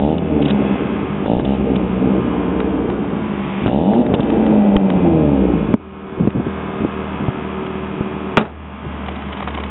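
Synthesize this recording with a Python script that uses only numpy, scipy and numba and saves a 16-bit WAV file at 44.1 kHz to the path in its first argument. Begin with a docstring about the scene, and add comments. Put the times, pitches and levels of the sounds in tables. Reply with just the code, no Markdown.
"""A six-cylinder car roars as its throttle is stabbed, burbles and pops as the revs fall, then drops to idle.
Its firings ring the exhaust and a loose part buzzes and rattles; from the start a second engine whirrs nearby.
Knocks and bangs are short bursts through resonances. Late on, a door slams and steps crackle in the grass.
A small camera turns loud peaks down, lets the level creep back, and cuts the treble."""
import sys
import numpy as np
from scipy import signal
from scipy.fft import rfft, irfft, next_fast_len
from scipy.io import wavfile
from scipy.ndimage import uniform_filter1d
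from numba import njit

SR = 44100
rng = np.random.default_rng(int(sys.argv[2]) if len(sys.argv) > 2 else 0)


def bounce(signal):
    """Save signal as a 16-bit WAV file at the path given by the first command-line argument."""
    frames = np.transpose(np.atleast_2d(signal))
    limited = np.clip(frames, -1, 1)
    pcm = np.round(limited * 32767).astype(np.int16)
    wavfile.write(sys.argv[1], SR, pcm)


N = 427769
T = np.arange(N) / SR  # time of every sample [s]


def undb(db):
    """Turn decibels into a gain."""
    return 10 ** (np.asarray(db) / 20)


def curves(rows):
    """Join each column of a table by straight lines in time."""
    s, *columns = np.transpose(rows)
    return [np.interp(T, s, column) for column in columns]


def cut(x, hz, kind, order=2):
    """Remove the lows, the highs or both with a Butterworth filter."""
    return signal.sosfilt(signal.butter(order, hz, kind, fs=SR, output="sos"), x + 1e-18)


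def ring(x, modes):
    """Drive several resonances (frequency [Hz], width [Hz], level [dB]) with the same sound."""
    out = 0
    for hz, width, db in modes:
        b, a = signal.iirpeak(hz, hz / width, fs=SR)
        out = out + undb(db) * signal.lfilter(b, a, x + 1e-18)
    return out


def colour(x, points):
    """Shape the spectrum to pass through points (frequency [Hz], level [dB])."""
    hz, db = np.transpose(points)
    size = next_fast_len(len(x))
    f = np.fft.rfftfreq(size, 1 / SR)
    gain = undb(np.interp(np.log(f + 1), np.log(hz), db))
    return irfft(rfft(x, size) * gain, size)[:len(x)]


def steady(x, size=4000):
    """Even out the loudness over a moving stretch of samples, keeping the single beats."""
    power = uniform_filter1d(uniform_filter1d(x ** 2, size), size)
    return x / np.sqrt(np.abs(power) + 1e-14)


def add(out, s, x):
    """Mix a short sound in at a time in seconds."""
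    i = int(s * SR)
    out[i:i + len(x)] += x[:max(N - i, 0)]


def gate(s, length, rise, fall):
    """Rise from 0 to 1, hold, and fall back; all times in seconds."""
    end = s + max(length, rise)
    return np.interp(T, [s, s + rise, end, end + fall], [0, 1, 1, 0])


def wander(hz):
    """Drift slowly at random around 0, with a spread near 1."""
    knots = np.arange(0, T[-1] + 1, .5 / hz)
    return 1.2 * np.interp(T, knots, rng.standard_normal(len(knots)))


def strikes(turn, angles, sizes):
    """Place an impulse each time the engine passes one of the angles (counted in firings)."""
    return np.bincount(np.searchsorted(turn, angles), sizes, N + 1)[:N]


def crackle(events, modes, grain_db):
    """Ring resonances with short swells (middle [s], peak [dB], length [s], brightness [Hz]) of tiny contacts."""
    out = np.zeros(N)
    for s, db, length, bright_hz in events:
        count = int(length * SR)
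        grains = rng.standard_normal(count) * undb(grain_db * rng.exponential(size=count))
        swell = np.pad(grains * np.hanning(count), (0, 1500))  # room to ring on
        burst = cut(ring(swell, modes), bright_hz, "low")
        add(out, s - length / 2, undb(db) * burst / np.abs(burst).max())
    return out


# engine speed, with quick climbs and slow run-downs: (time [s], speed [firings per second])
ENGINE_SPEED = [(0, 67), (.17, 85), (.48, 69.8), (.7, 66.5), (.82, 60.2), (1.22, 49), (1.36, 60.7),
                (1.53, 69.2), (1.85, 59.7), (2.1, 65), (2.36, 58.6), (2.67, 62.6), (3.06, 57.4),
                (3.49, 47.7), (3.66, 50), (3.8, 78), (3.91, 109), (4.0, 123), (4.43, 109.5), (4.76, 99.2),
                (4.93, 92.4), (5.17, 79.5), (5.6, 53.5), (5.85, 39.4), (9.7, 38.9)]
IDLE_HZ = 38  # idling speed [firings per second]


def engine_motion():
    """Add up the speed into firings passed, and give the revs in octaves (doublings) above idle."""
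    speed, = curves(ENGINE_SPEED)
    return .5 + np.cumsum(speed) / SR, np.log2(speed / IDLE_HZ)


# unevenness of the firings off the throttle: (time [s], unevenness [0-1])
BURBLE = [(.35, 0.4), (.65, 0.6), (3.05, 0.7), (3.4, 0.4), (4.25, 0.5), (4.6, 0.8), (4.9, 0.8), (5.15, 0.7),
          (5.6, 0.4), (6.3, 0.2), (8.3, 0.3), (9.3, 0.7)]
# surges of afterburn off the throttle: (time [s], length [s], gain [dB])
SURGES = [(0.31, 0.32, 3.5), (1.578, 0.13, 4.5), (1.943, 0.18, 5), (2.267, 0.49, 1.5), (4.464, 0.39, 4.5),
          (5.014, 0.53, 6)]
SURGE_RISE_S, SURGE_FALL_S = 0.059, 0.2
# stabs of the throttle, with the exhaust level at twice idle speed:
# (time [s], held for [s], exhaust level [dB], lull after it [s], change of level in the lull [dB])
THROTTLE_STABS = [(-.02, .165, -13.5, .15, -3), (1.218, .19, -12, .03, -2.5), (1.436, .114, -13, .1, -2.5),
                  (3.651, .37, -13.5, .29, -4)]
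OPEN_S, CLOSE_S = 0.046, 0.015  # time the throttle takes to open and close
# throttle shut: level at idle and rise at twice that speed; the pipe's rise flattens, bark is relative to it
PIPE_DB, PIPE_RISE_DB, PIPE_BEND = -27.5, 11, 0.64
BARK_DB, BARK_RISE_DB = -17.5, 4
SHUT_DB = -2.5  # the idle sounds fainter once the door is shut
# throttle open: bark [dB] and unevenness [0-1] at twice idle speed
OPEN_BARK_DB, OPEN_BURBLE = -6.5, .1
# throttle open: changes per doubling of speed; unevenness only grows above twice idle speed
OPEN_RISE_DB, OPEN_BARK_RISE_DB, OPEN_BURBLE_RISE = 5.5, -6, .45


def effort(revs):
    """Let level, bark and unevenness follow the revs, and turn loud, hard and more even on the throttle."""
    pipe_db = PIPE_DB + PIPE_RISE_DB * np.maximum(revs, 0) ** PIPE_BEND
    pipe_db = pipe_db + SHUT_DB * (T > DOOR_BLOWS[0][0])
    bark_db = BARK_DB + BARK_RISE_DB * revs
    burble, = curves(BURBLE)
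    for s, length, db in SURGES:
        pipe_db = pipe_db + db * gate(s, length, SURGE_RISE_S, SURGE_FALL_S)
    for s, held, db, lull, lull_db in THROTTLE_STABS:
        throttle = gate(s, held, OPEN_S, CLOSE_S)
        open_pipe_db = db + OPEN_RISE_DB * (revs - 1)
        open_bark_db = OPEN_BARK_DB + OPEN_BARK_RISE_DB * (revs - 1)
        open_burble = OPEN_BURBLE + OPEN_BURBLE_RISE * np.maximum(revs - 1, 0)
        # slide from the shut-throttle values to the open ones
        pipe_db = pipe_db + throttle * (open_pipe_db - pipe_db)
        pipe_db = pipe_db + lull_db * gate(s + held, lull, CLOSE_S, CLOSE_S)
        bark_db = bark_db + throttle * (open_bark_db - bark_db)
        burble = burble + throttle * (open_burble - burble)
    return pipe_db, bark_db, burble


# resonances that the clean harmonics slide through: (frequency [Hz], width [Hz], level [dB])
GROWL_MODES = [(203.4, 31, 8), (293, 49, -1), (418, 43, -11), (589, 20, -6.5)]
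GROWL_TOP_HZ = 580


def growl(turn, odd_db, count=9):
    """Slide clean harmonics of the firing rate through the silencer's resonances; the highest fade away."""
    wave = 0
    for k in range(2, count + 1):
        level = undb(odd_db) if k % 2 else 1
        wave = wave - np.cos(2 * np.pi * k * turn) * level * (1 + .45 * wander(16))
    return steady(cut(ring(wave, GROWL_MODES), GROWL_TOP_HZ, "low", order=6), size=2500)


# strength of each cylinder in firing order [dB] when wholly uneven; under load they even out
CYLINDERS = [4, -6, 5, -4.5, 6, -11.5]
# exhaust resonances: (frequency [Hz], width [Hz], level [dB])
PIPE_MODES = [(132, 64, 1.5), (201, 20, 9.5), (264.7, 43, 3.5), (392, 47, -14), (456.6, 43, 1),
              (575, 45, -6.5), (750, 58, -8), (780, 140, -31.5)]
# firmness of the note: (time [s], share of power in clean harmonics [0-1], level of the odd ones [dB])
FIRMNESS = [(0, .02, 0), (.14, .02, 0), (.2, .5, -6), (.42, .55, -6), (.55, .55, 0), (.8, .25, 0),
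            (1.18, .4, 0), (1.24, .02, 0), (1.55, .02, 0), (1.7, .5, 0), (2.2, .45, 0), (2.8, .3, 0),
            (3.5, .6, 0), (3.66, .02, 0), (3.82, .02, 0), (3.9, .7, -7), (4.02, .75, -6), (4.08, .25, -3),
            (4.3, .2, -3), (4.5, .75, -3), (4.8, .75, -4), (4.95, .45, -5), (5.08, .7, -10), (5.3, .7, -8),
            (5.42, .8, 2), (5.55, .7, 2), (5.7, .2, 0)]
# the exhaust's upper resonances against its lowest: (time [s], level [dB])
UPPER_LEVEL = [(0, -6), (.35, 0.5), (.55, -3.5), (.8, 0), (1.2, -5.5), (1.7, -2.5), (2.0, -4), (2.5, 2),
               (2.8, 5.5), (3.1, -2.5), (3.3, -9), (3.7, -5.5), (4.15, -1.5), (4.4, 0.5), (4.65, -2.5),
               (5.1, -0.5), (5.45, 4), (5.8, -8), (8.3, -6), (9.3, -4.5)]
# the silencer's boom: (time [s], level [dB])
BOOM_LEVEL = [(0, -22), (.2, -30.5), (.35, -24), (.5, -32), (1.1, -41.5), (1.5, -26), (2.1, -31.5),
              (2.8, -29), (3.2, -46), (3.65, -39.5), (3.8, -26), (4.0, -42), (4.3, -29), (4.9, -31.5),
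              (5.1, -23.5), (5.45, -22), (5.8, -32), (8.3, -42), (9.7, -47.5)]


def exhaust(turn, revs, scatter_db=-4.0, jitter=0.05, gas=0.38, puff=1.0, afterburn=0.97, count=700):
    """Each firing sends a pressure spike and a puff of turbulent gas down the pipe; late burns fall between."""
    pipe_db, bark_db, burble = effort(revs)
    boom_db, = curves(BOOM_LEVEL)
    chance = rng.standard_normal((count, 3)).T
    k = np.arange(count)
    rough = np.interp(k, turn, burble)
    sizes = undb(rough * (np.resize(CYLINDERS, count) + scatter_db * np.clip(chance[0], -2, 2)))
    spikes = -strikes(turn, k + jitter * rough * chance[1], sizes)
    late_sizes = afterburn * rough * np.minimum(chance[2] ** 2, 2.6)
    late = -strikes(turn, k + rng.random(count), late_sizes)
    puffs = burble * np.sqrt(np.abs(burble)) * np.exp(-(turn % 1) / puff) * rng.standard_normal(N)
    flow = spikes + late + gas * puffs
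    pipe = ring(flow, PIPE_MODES)
    # the mellow body and the hard bark swell separately with the throttle
    body = colour(pipe, [(60, -27), (125, -0.5), (420, 9.0), (620, -31.0), (1200, -53.0)])
    bark = colour(pipe, [(250, -30.5), (420, -13.0), (540, 6.0), (900, 3.0),
                         (1250, -31.5), (2000, -17.5), (4000, -16.0)])
    # the silencer's volume resonates as the firing rate passes through; its level follows a table
    boom = ring(spikes + 0.18 * (flow - spikes), [(59.3, 24, 0)])
    boom = ring(boom, [(83.0, 23, 0)])
    clean, odd_db = curves(FIRMNESS)
    note = np.sqrt(1 - clean) * steady(body) + np.sqrt(clean) * growl(turn, odd_db)
    upper = colour(note, [(215, -38), (265, -0.5)])
    note = steady(note + upper * (undb(curves(UPPER_LEVEL)[0]) - 1))
    return (note + steady(bark) * undb(bark_db)) * undb(pipe_db) + steady(boom) * undb(boom_db)


# the loose part's resonances: (frequency [Hz], width [Hz], level [dB])
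LOOSE_PART_MODES = [(1740, 450, -10.5), (2920, 340, 3), (3420, 230, -4)]
BUZZ_DB, BUZZ_LAG, BUZZ_DECAY = -41.5, .35, 0.89  # lag and decay in firings


def buzz(turn):
    """On the throttle every firing shakes the loose part with a fading burst of noise."""
    throttle = sum(gate(s, held, OPEN_S, CLOSE_S) for s, held, *_ in THROTTLE_STABS)
    fading = np.exp(-((turn - BUZZ_LAG) % 1) / BUZZ_DECAY)
    shake = ring(rng.standard_normal(N) * fading, LOOSE_PART_MODES)
    return shake / shake.std() * throttle * undb(BUZZ_DB)


# the second engine, which sags and recovers: (time [s], speed [firings per second])
OTHER_SPEED = [(0, 77.1), (1, 76.1), (2.4, 75.2), (2.7, 74.3), (3, 72.1), (3.3, 70.8), (3.7, 70), (4.2, 71),
               (4.7, 72.5), (5.1, 74.1), (5.5, 76.4), (6, 77.25), (6.5, 77.35), (7, 76.8), (7.4, 75.6),
               (8.7, 75.3), (9, 73.1), (9.7, 71.8)]


def other_motion():
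    """Add up the second engine's own speed into firings passed."""
    return np.cumsum(curves(OTHER_SPEED)[0]) / SR


# the second engine's tone colour: (frequency [Hz], level [dB])
BAY_COLOUR = [(240, -33), (400, 0.5), (466, -6.5), (498, -6), (586, -3.5), (729, -3.5), (1030, -3.5),
              (1840, -14), (2610, -13), (3450, -19), (3900, -33), (5070, -73), (8580, -120)]
# its ringing parts: (frequency [Hz], width [Hz], level [dB])
BAY_MODES = [(1053, 6, -2.5), (1301, 41, -3.5), (1656, 21, 1), (2535, 13, -3), (3360, 17, -12)]
# its clatter: (time [s], level [dB], extra treble [dB])
CLATTER_LEVEL = [(0, -41.5, 1), (.7, -30, 0), (1.24, -32, -2.5), (1.29, -38.5, -5), (1.5, -37.5, 2),
                 (2.3, -30, -3.5), (3.0, -32.5, -4), (3.64, -30.5, 1.5), (3.71, -38, -2), (4.0, -35.5, -4),
                 (4.3, -32.5, -0.5), (5.4, -33.5, -0.5), (6.3, -32, -3.5), (6.6, -31, -3), (7.1, -30, -3),
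                 (7.5, -31.5, -2.5), (9.7, -35, -0.5)]


def clatter(turn, ringing=0.64, count=800, size=48):
    """The second engine ticks at the same angles on every firing, slowly changing, over the rush of its fan."""
    angles = np.arange(count)[:, None] + (np.arange(size) + rng.random(size)) / size
    drift = uniform_filter1d(rng.standard_normal((count, size)), 60, axis=0)
    signs = rng.choice([-1, 1], size)
    alternating = np.resize(rng.standard_normal((2, size)), (count, size))  # every other firing alike
    sizes = signs + .8 * drift / drift.std() + .35 * alternating
    ticks = cut(steady(strikes(turn, angles.ravel(), sizes.ravel())), 1250, "high", order=4)
    drive = ticks + .95 * rng.standard_normal(N)
    bay = colour(drive + ringing * ring(drive, BAY_MODES), BAY_COLOUR)
    bay = bay / np.std(cut(bay, 640, "high", order=4))
    db, treble_db = curves(CLATTER_LEVEL)
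    treble = colour(bay, [(1300, -36.5), (2000, 0.5)])
    return (bay + treble * (undb(treble_db) - 1)) * undb(db)


def hum(turn, multiple):
    """Sound one slightly wavering multiple of an engine's firing rate."""
    drift = .25 * wander(5)
    return (1 + drift) * np.sin(2 * np.pi * multiple * turn + drift[::-1])


# low hum, relative to DRONE_DB: (multiple of firing rate, door open [dB], door shut [dB])
DRONE = [(1, -4.5, 4), (2, -10, -11), (4, -4, -19), (5, 3.5, -14.5), (6, -4.5, -15)]
DRONE_DB = -32
# whine: (multiple of firing rate, level relative to the clatter's [dB])
WHINE = [(7, -16), (8, -14), (9, -12), (11, -15), (12, -11), (13, -12), (14, -10), (15, -15), (16, -14),
         (17, -14), (18, -17)]


def drone(turn):
    """The second engine hums low, changing once the door is shut, and whines along with its clatter."""
    shut = T > DOOR_BLOWS[0][0]
    low = sum(np.where(shut, undb(shut_db), undb(open_db)) * hum(turn, multiple)
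              for multiple, open_db, shut_db in DRONE)
    whine = sum(undb(db) * hum(turn, multiple) for multiple, db in WHINE)
    return low * undb(DRONE_DB) + whine * undb(curves(CLATTER_LEVEL)[0])


# rattles of the loose part: (time [s], peak level [dB])
RATTLES = [(0.183, -18), (.424, -18.5), (.455, -15.5), (.485, -18), (0.505, -11), (1.452, -21),
           (1.761, -20.5), (3.668, -14), (4.145, -13.5), (4.206, -18), (4.234, -22)]
RATTLE_S, RATTLE_HZ = 0.019, 3930  # length and brightness


def rattles():
    """The loose part chatters in short bursts of very uneven contacts."""
    return crackle([(s, db, RATTLE_S, RATTLE_HZ) for s, db in RATTLES], LOOSE_PART_MODES, grain_db=7.0)


# sharp knocks on the bodywork: (time [s], peak level [dB])
KNOCKS = [(.496, -18), (2.604, -12.5), (2.901, -15.5), (4.066, -19), (4.303, -18), (4.465, -15),
          (4.767, -2.5), (4.903, -10.5), (6.276, -17.5), (6.305, -18), (7.667, -21)]
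KNOCK_S, KNOCK_HZ = .007, 3200  # length and brightness


def knocks():
    """Very short contacts ring the bodywork's broad resonances."""
    modes = [(1090, 490, 8), (2000, 1700, -3.0), (3000, 650, -8.5)]
    return crackle([(s, db, KNOCK_S, KNOCK_HZ) for s, db in KNOCKS], modes, grain_db=3.0)


# pops of unburnt fuel, each with the muttering that leads up to it:
# (time [s], peak level [dB], brightness [Hz], mutter length [s], mutter peak level [dB])
POPS = [(1.261, -6.5, 2000, 0.015, -13), (1.398, -4, 1770, 0.02, -14), (3.662, 0.5, 900, 0.06, -10.5),
        (3.68, -2, 2400, 0.018, -19), (3.936, -8.5, 1500, 0.017, -18), (4.14, 0, 1580, 0.061, -6.5),
        (4.196, -0.5, 900, .02, -26), (4.513, -8, 1200, 0.023, -16), (4.771, -13, 2600, 0.024, -1.5),
        (5.741, 13, 420, 0.083, -8.5), (6.274, 5.5, 390, 0.14, 0), (6.4, -4.5, 600, 0.08, -4),
        (6.466, -7.5, 503, 0.039, -17), (6.849, -2, 504, 0.083, -9), (7.284, -3.5, 350, 0.2, -13),
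        (8.008, -4.5, 350, 0.16, -21), (8.867, -14, 199, 0.045, -16.5)]
MUTTER_HZ, MUTTER_LEAD = 350, 0.38  # brightness; share of its length by which its middle precedes the pop


def mutters():
    """Small uneven burns rumble in the exhaust's low resonances around each pop."""
    events = [(s - MUTTER_LEAD * length, db, length, MUTTER_HZ) for s, _, _, length, db in POPS]
    return crackle(events, [(149, 40, 2.5), (211, 90, 4.5), (300, 120, -5)], grain_db=-3.0)


def pops(count=4000):
    """A single bang, duller the deeper in the silencer it starts, rings briefly."""
    out = np.zeros(N)
    t = np.arange(count) / SR
    for s, db, bright_hz, _, _ in POPS:
        flame = 0.095 * rng.standard_normal(count) * np.exp(-t / 0.007) - (t == 0)
        bang = ring(flame, [(161, 96, 14.5), (231, 87, 11.0), (330, 43, -9.5), (700, 750, -45.0)])
        bang = cut(bang, bright_hz, "low")
        add(out, s - .001, undb(db) * bang / np.abs(bang).max())
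    return out


# dull bumps in the deep bass: (time [s], peak level [dB])
BUMPS = [(1.366, -14), (4.765, -4.5)]


def bumps(hz=55, decay_s=0.0056, count=4000):
    """A heavily damped swing far down in the bass dies away almost at once."""
    out = np.zeros(N)
    t = np.arange(count) / SR
    for s, db in BUMPS:
        swing = np.sin(2 * np.pi * hz * t) * np.exp(-t / decay_s)
        add(out, s, -undb(db) * swing / swing.max())
    return out


# ringing of the door shell: (frequency [Hz], level [dB], time to fall by 60 dB [s])
DOOR_MODES = [(92, -10, 0.082), (172.5, -3, 0.25), (214, -3.5, 0.137), (384, -8, 0.094), (409, -0.5, 0.077),
              (514, -11, 0.041), (900, -7, 0.046), (1266, 0.5, 0.028), (1470, -19, 0.046)]
# blows of the closing door: (time [s], level [dB], extra latch level [dB])
DOOR_BLOWS = [(8.371, 2, 5), (8.376, 7, 4), (8.41, -4, -1), (8.452, -15, 0)]


def door(crack_db=-8.0, crack_t60=0.073, shell_db=-3, thud_db=-9, thud_t60=0.28, count=14000):
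    """The latch cracks, the shell booms with a thud of cabin air, and the door settles against its seal."""
    out = np.zeros(N)
    t = np.arange(count) / SR
    for s, db, latch_db in DOOR_BLOWS:
        shell = sum(undb(g - 60 * t / t60) * np.sin(2 * np.pi * (hz * t + rng.random()))
                    for hz, g, t60 in DOOR_MODES)
        shell = undb(shell_db) * cut(shell, 110, "high")
        latch = ring(rng.standard_normal(count), [(900, 280, 15), (1320, 490, 27.0), (2420, 350, 18.3)])
        crack = latch / latch.std() * undb(crack_db + latch_db - 60 * t / crack_t60)
        air = cut(rng.standard_normal(count), [130, 750], "band")
        thud = air / air.std() * undb(thud_db - 60 * t / thud_t60)
        add(out, s, undb(db) * (shell + crack + thud))
    return out


# stalks brushing between the steps: span, rate, typical peak and spread either way, length, brightness
RUSTLE_START_S, RUSTLE_END_S, RUSTLE_PER_S = 9.05, 9.7, 46
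RUSTLE_DB, RUSTLE_SPREAD_DB, RUSTLE_S, RUSTLE_HZ = -25.5, 5, 0.017, 3000


def rustle():
    """Stalks brush the legs at random moments, each a small swell."""
    count = int(RUSTLE_PER_S * (RUSTLE_END_S - RUSTLE_START_S))
    events = []
    for k, (when, size) in enumerate(rng.random((count, 2))):
        s = RUSTLE_START_S + (k + when) / RUSTLE_PER_S
        events.append((s, RUSTLE_DB + RUSTLE_SPREAD_DB * (2 * size - 1), RUSTLE_S, RUSTLE_HZ))
    return events


# grass crushed underfoot: (time [s], peak level [dB], length [s], brightness [Hz])
STEPS = [(9.087, -15, .016, 2500), (9.223, -20, 0.0077, 3000), (9.289, -17.5, 0.011, 1200),
         (9.326, -18, 0.024, 3000), (9.405, -12.5, .012, 1100), (9.428, -15, 0.017, 1200),
         (9.477, -9.5, .014, 1200), (9.486, -12.5, 0.012, 3200), (9.549, -16, 0.011, 3200),
         (9.577, -16, 0.0076, 1200), (9.586, -13.5, 0.014, 1200), (9.638, -14, 0.0084, 3500)]


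def steps():
    """Crushed and brushed stalks crackle as many tiny contacts."""
    modes = [(750, 130, 5.0), (1030, 440, 6.0), (2050, 710, 2.0), (3000, 200, 3.0)]
    return crackle(list(STEPS) + rustle(), modes, grain_db=3.5)


def scene():
    """Speed and throttle drive the exhaust, the second engine keeps its own pace, small events lie on top."""
    turn, revs = engine_motion()
    other_turn = other_motion()
    engines = exhaust(turn, revs) + buzz(turn) + clatter(other_turn) + drone(other_turn)
    small_events = rattles() + knocks() + mutters() + pops() + bumps() + door() + steps()
    return (engines + small_events)[None]


@njit
def peak_follower(x, attack, release, ceiling):
    """Climb quickly with every peak above the ceiling and sink back slowly."""
    out, e = np.empty(len(x)), ceiling
    for i in range(len(x)):
        e = e + (x[i] - e) * attack if x[i] > e else max(e * release, ceiling)
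        out[i] = e
    return out


# peak level [0-1] at which the gain starts to duck, and how fast it does
CEILING, ATTACK_S = 0.55, 0.0025
BAND_HZ, TOP_HZ = 3750, 8250  # treble cut before and after the last clipping
FULL_SCALE = .9  # peaks are clipped here before the first treble cut


def record(dry, recovery_db=24):
    """The camera ducks on loud peaks, recovers by some dB a second and cuts the treble; overloads splatter."""
    attack = 1 - np.exp(-1 / (ATTACK_S * SR))
    release = float(undb(-recovery_db / SR))
    peak = peak_follower(np.abs(dry[0]), attack, release, CEILING)
    ducked = np.clip(dry * CEILING / peak, -FULL_SCALE, FULL_SCALE)
    narrow = signal.sosfilt(signal.ellip(8, .3, 75, BAND_HZ, fs=SR, output="sos"), ducked)
    clipped = np.clip(narrow, -.94, .94)
    return signal.sosfilt(signal.ellip(8, .3, 75, TOP_HZ, fs=SR, output="sos"), clipped)


dry = scene()
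out = record(dry)
bounce(out)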